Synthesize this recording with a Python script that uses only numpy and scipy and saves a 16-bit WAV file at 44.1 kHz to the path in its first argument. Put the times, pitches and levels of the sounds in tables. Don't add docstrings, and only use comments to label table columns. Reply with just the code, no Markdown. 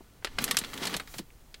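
import sys
import numpy as np
from scipy import signal
from scipy.fft import rfft, irfft
from scipy.io import wavfile

SR = 44100
rng = np.random.default_rng(int(sys.argv[2]) if len(sys.argv) > 2 else 0)


def waveform_to_disk(signal):
    frames = np.transpose(np.atleast_2d(signal))
    scaled = np.clip(frames, -1, 1) * 32767
    samples = np.round(scaled).astype(np.int16)
    wavfile.write(sys.argv[1], SR, samples)


N = 70560
TIME = np.arange(N) / SR
ROOM_FADE_S = 0.095


def from_db(db):
    return 10 ** (np.asarray(db) / 20)


def unit_energy(x):
    return x / np.sqrt(np.sum(x ** 2) + 1e-20)


def loudness(curve):
    return from_db(np.interp(TIME, *np.transpose(curve)))


def with_tone(x, tone):
    hz, db = np.transpose(tone)
    gain = from_db(np.interp(np.log(np.fft.rfftfreq(N, 1 / SR) + 1), np.log(hz), db))
    return unit_energy(irfft(rfft(x) * gain, N)) * np.sqrt(N)


def add(out, start_s, x):
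    i = max(int(start_s * SR), 0)
    out[i:i + len(x)] += x[:N - i]


def dying_noise(t, fade_s):
    return unit_energy(rng.standard_normal(len(t)) * from_db(-60 * t / fade_s))


def resonate(x, edges_hz):
    band = signal.butter(2, edges_hz, "band", fs=SR, output="sos")
    return unit_energy(signal.sosfilt(band, x))


# frequency in Hz, relative level in dB.
ROOM_TONE = [(30, 2.5), (60, 3), (130, -4), (280, -8), (600, -13.5), (1500, -20), (4000, -26.5),
             (10000, -31), (16000, -39.5)]

def room_noise():
    return from_db(-58.5) * with_tone(rng.standard_normal(N), ROOM_TONE)


# time in seconds, level in dB.
RUMBLE_LEVELS = [(0, -58.5), (.24, -57), (.29, -50), (.375, -40), (.41, -51.5), (.6, -53), (.7, -48.5),
                 (.8, -58), (1.2, -54.5), (1.6, -58.5)]
# frequency in Hz, relative level in dB.
RUMBLE_TONE = [(15, -5.5), (27, 1), (45, -3), (70, -12.5), (140, -20), (400, -61)]

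def handling_rumble():
    return loudness(RUMBLE_LEVELS) * with_tone(rng.standard_normal(N), RUMBLE_TONE)


# time in seconds, level in dB.
RUB_LEVELS = [(.21, -67), (.29, -56), (.378, -53), (.395, -39.5), (.43, -35.5), (.46, -42), (.53, -40.5),
              (.56, -46), (.63, -45), (.71, -47.5), (.79, -44.5), (.83, -35), (.89, -38), (.945, -37),
              (.985, -48), (1.05, -58), (1.17, -53.5), (1.25, -68.5)]
# frequency in Hz, relative level in dB.
RUB_TONE = [(70, -10), (130, 5.5), (220, 10), (400, 2), (900, 2), (1900, -1.5), (3700, -3), (6500, -11),
            (11000, -17), (16000, -22)]

def webbing_rub():
    snaps_per_s, spread_db, echo_db = 3000, 2, -6.5
    sizes = from_db(spread_db * np.minimum(rng.exponential(1, N), 5))
    signs = rng.choice([-1, 1], N)
    snaps = sizes * signs * (rng.random(N) < snaps_per_s / SR)
    echo = signal.fftconvolve(snaps, dying_noise(TIME[:SR // 5], ROOM_FADE_S))[:N]
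    return loudness(RUB_LEVELS) * with_tone(snaps + from_db(echo_db) * echo, RUB_TONE)


# time in seconds, level in dB.
SLIDE_LEVELS = [(.37, -66.5), (.41, -51), (.423, -37), (.44, -54), (.62, -55.5), (.70, -53), (.90, -50),
                (1.0, -57.5), (1.06, -60.5), (1.11, -51), (1.17, -50), (1.195, -47), (1.215, -65)]
# frequency in Hz, relative level in dB.
SLIDE_TONE = [(1500, -14), (4000, -4.5), (7000, 0.5), (12000, -1.5), (16000, 2)]

def webbing_slide():
    return loudness(SLIDE_LEVELS) * with_tone(rng.standard_normal(N), SLIDE_TONE)


# start in seconds,
# relative level in dB, centre pitch in Hz, fade time of the echo in seconds.
BUMPS_AND_SQUEAK = [(.006, -50, 285, 0.024), (.007, -56, 734, 0.025), (.247, -41.5, 390, 0.052),
                    (.384, -39.5, 213, 0.049), (0.421, -43.5, 213, 0.077), (0.491, -42, 220, 0.1),
                    (.533, -39, 192, 0.054), (.572, -43.5, 135, 0.064), (.616, -42, 214, 0.062),
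                    (.742, -43, 250, .07), (0.817, -38.5, 210, 0.15), (.952, -36.5, 168, 0.055),
                    (1.164, -47.5, 119, .06), (1.188, -40, 171, 0.114), (1.195, -37, 290, 0.076),
                    (1.304, -59.5, 2160, .02)]

def bumps_and_squeak():
    out, t = np.zeros(N), TIME[:SR // 4]
    gain, width_octaves = np.sqrt(.01 * SR), 0.65
    for start_s, db, hz, fade_s in BUMPS_AND_SQUEAK:
        push = (t == 0) + dying_noise(t, fade_s)
        edges_hz = hz * 2 ** (width_octaves * np.array([-.5, .5]))
        add(out, start_s, gain * from_db(db) * resonate(push, edges_hz))
    return out


def click_echoes(t):
    near_delay_s, near_fade_s, near_db = .0018, 0.033, -1.5
    tail_cutoff_hz, tail_db = 9700, -12
    near = unit_energy(dying_noise(t, near_fade_s) * (t > near_delay_s))
    treble_cut = signal.butter(1, tail_cutoff_hz, fs=SR)
    dull_noise = signal.lfilter(*treble_cut, dying_noise(t, ROOM_FADE_S))
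    tail = unit_energy(dull_noise * (t > 2 * near_delay_s))
    return from_db(near_db) * near + from_db(tail_db) * tail


# start in seconds, five relative levels in dB
# (low knock, clack, snap, bright tick, buckle ring), seconds for the grating to fall to about a third.
CONTACTS = [ (0.2244, -52, -50, -67, -71, -86, 0.0018), (0.2467, -31.5, -27.5, -26.5, -34.5, -60, 0.00017),
            (0.2714, -46, -35, -40, -58, -63, 0.00038), (0.385, -34, -23.5, -35.5, -44, -47, 0.00075),
            (0.3871, -36.5, -31, -25, -38, -56, 0.0013), (0.4413, -56, -31, -30.5, -19.5, -42, 0.00063),
            (0.4786, -41, -31.5, -35.5, -41, -57, .0015), (0.4867, -40, -36.5, -39, -43, -59, 0.0012),
            (0.511, -39.5, -26, -22, -23.5, -23.5, 0.0011), (.5460, -46, -33.5, -45, -44, -53, 0.00057),
            (0.5692, -35.5, -29.5, -18, -20.5, -29, 0.0012), (0.5866, -43, -41, -30, -22.5, -39, 0.0043),
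            (0.6146, -45.5, -40, -40, -59, -50, 0.00093), (0.638, -50, -36, -37, -64, -56, 0.0012),
            (0.6457, -63, -39, -33.5, -48.5, -50, .004), (.7330, -49, -37, -41, -50, -49, 0.0018),
            (0.739, -44, -42, -38, -40.5, -53, 0.0044), (.7760, -61, -40, -36, -42, -58, 0.004),
            (.8240, -36.5, -48, -36, -46, -57, 0.0042), (.8312, -42, -41, -33, -49, -50, 0.00018),
            (0.838, -49, -47, -34.5, -39, -55, 0.0035), (.8530, -38, -41, -29.5, -33, -36, 0.0043),
            (.8700, -45, -37, -29, -31, -51, 0.0039), (0.8738, -41, -34, -30.5, -50, -62, 0.0015),
            (.9410, -50, -32, -26, -41, -34, 0.0012), (.9455, -32, -35, -45, -48, -53.5, 0.0028),
            (0.9653, -38, -39.5, -32, -29.5, -48, 0.0048), (.9980, -40, -31, -38, -49, -37.5, 0.0014),
            (1.074, -58, -44, -49, -53, -50, 0.0023), (1.1388, -41, -42, -41.5, -47, -50, 0.015),
            (1.1830, -54, -42, -35.5, -36.5, -59, 0.0036), (1.191, -40.5, -46.5, -35.5, -42.5, -47, 0.002),
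            (1.5425, -53, -47.5, -38.5, -52.5, -58, 0.003)]
# low edge in Hz, high edge in Hz.
CLICK_BANDS = [(300, 880), (1150, 2340), (2700, 4940), (6000, 12300)]
# pitch in Hz, relative level in dB, fade time in seconds.
BUCKLE_NOTES = [(1142.4, -3.5, 0.088), (1390, -7, 0.053), (1780, 5.5, 0.045), (2500, -15, 0.028),
                (2910, -11, 0.027), (3724, 7, 0.033), (4450, -14, .05), (5030, 3, 0.042), (7650, 2, 0.022),
                (8440, -6, 0.044), (9500, -2, 0.025), (11700, -10.5, .025)]

def buckle_clicks():
    out, t = np.zeros(N), TIME[:SR // 5]
    gain = np.sqrt(.004 * SR) * from_db(-2.5)
    for start_s, *band_levels, ring_db, grating_s in CONTACTS:
        grating = from_db(-6) * rng.standard_normal(len(t)) * np.exp(-t / grating_s)
        strike = unit_energy((t == 0) + grating) + click_echoes(t)
        click = sum(from_db(db) * resonate(strike, edges_hz) * (-1) ** k
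                    for k, (db, edges_hz) in enumerate(zip(band_levels, CLICK_BANDS)))
        notes = sum(rng.choice([-1, 1]) * from_db(db - 60 * t / fade_s) * np.sin(2 * np.pi * hz * t)
                    for hz, db, fade_s in BUCKLE_NOTES)
        ring = from_db(ring_db) * unit_energy(signal.fftconvolve(notes, strike)[:len(t)])
        add(out, start_s, gain * (click + ring))
    return out


def scene():
    background = room_noise() + handling_rumble()
    strap = webbing_rub() + webbing_slide() + bumps_and_squeak() + buckle_clicks()
    return (background + strap)[None]


def record(dry):
    cutoff_hz = 15800
    return signal.sosfilt(signal.ellip(10, .1, 70, cutoff_hz, fs=SR, output="sos"), dry)


dry = scene()
out = record(dry)
waveform_to_disk(out)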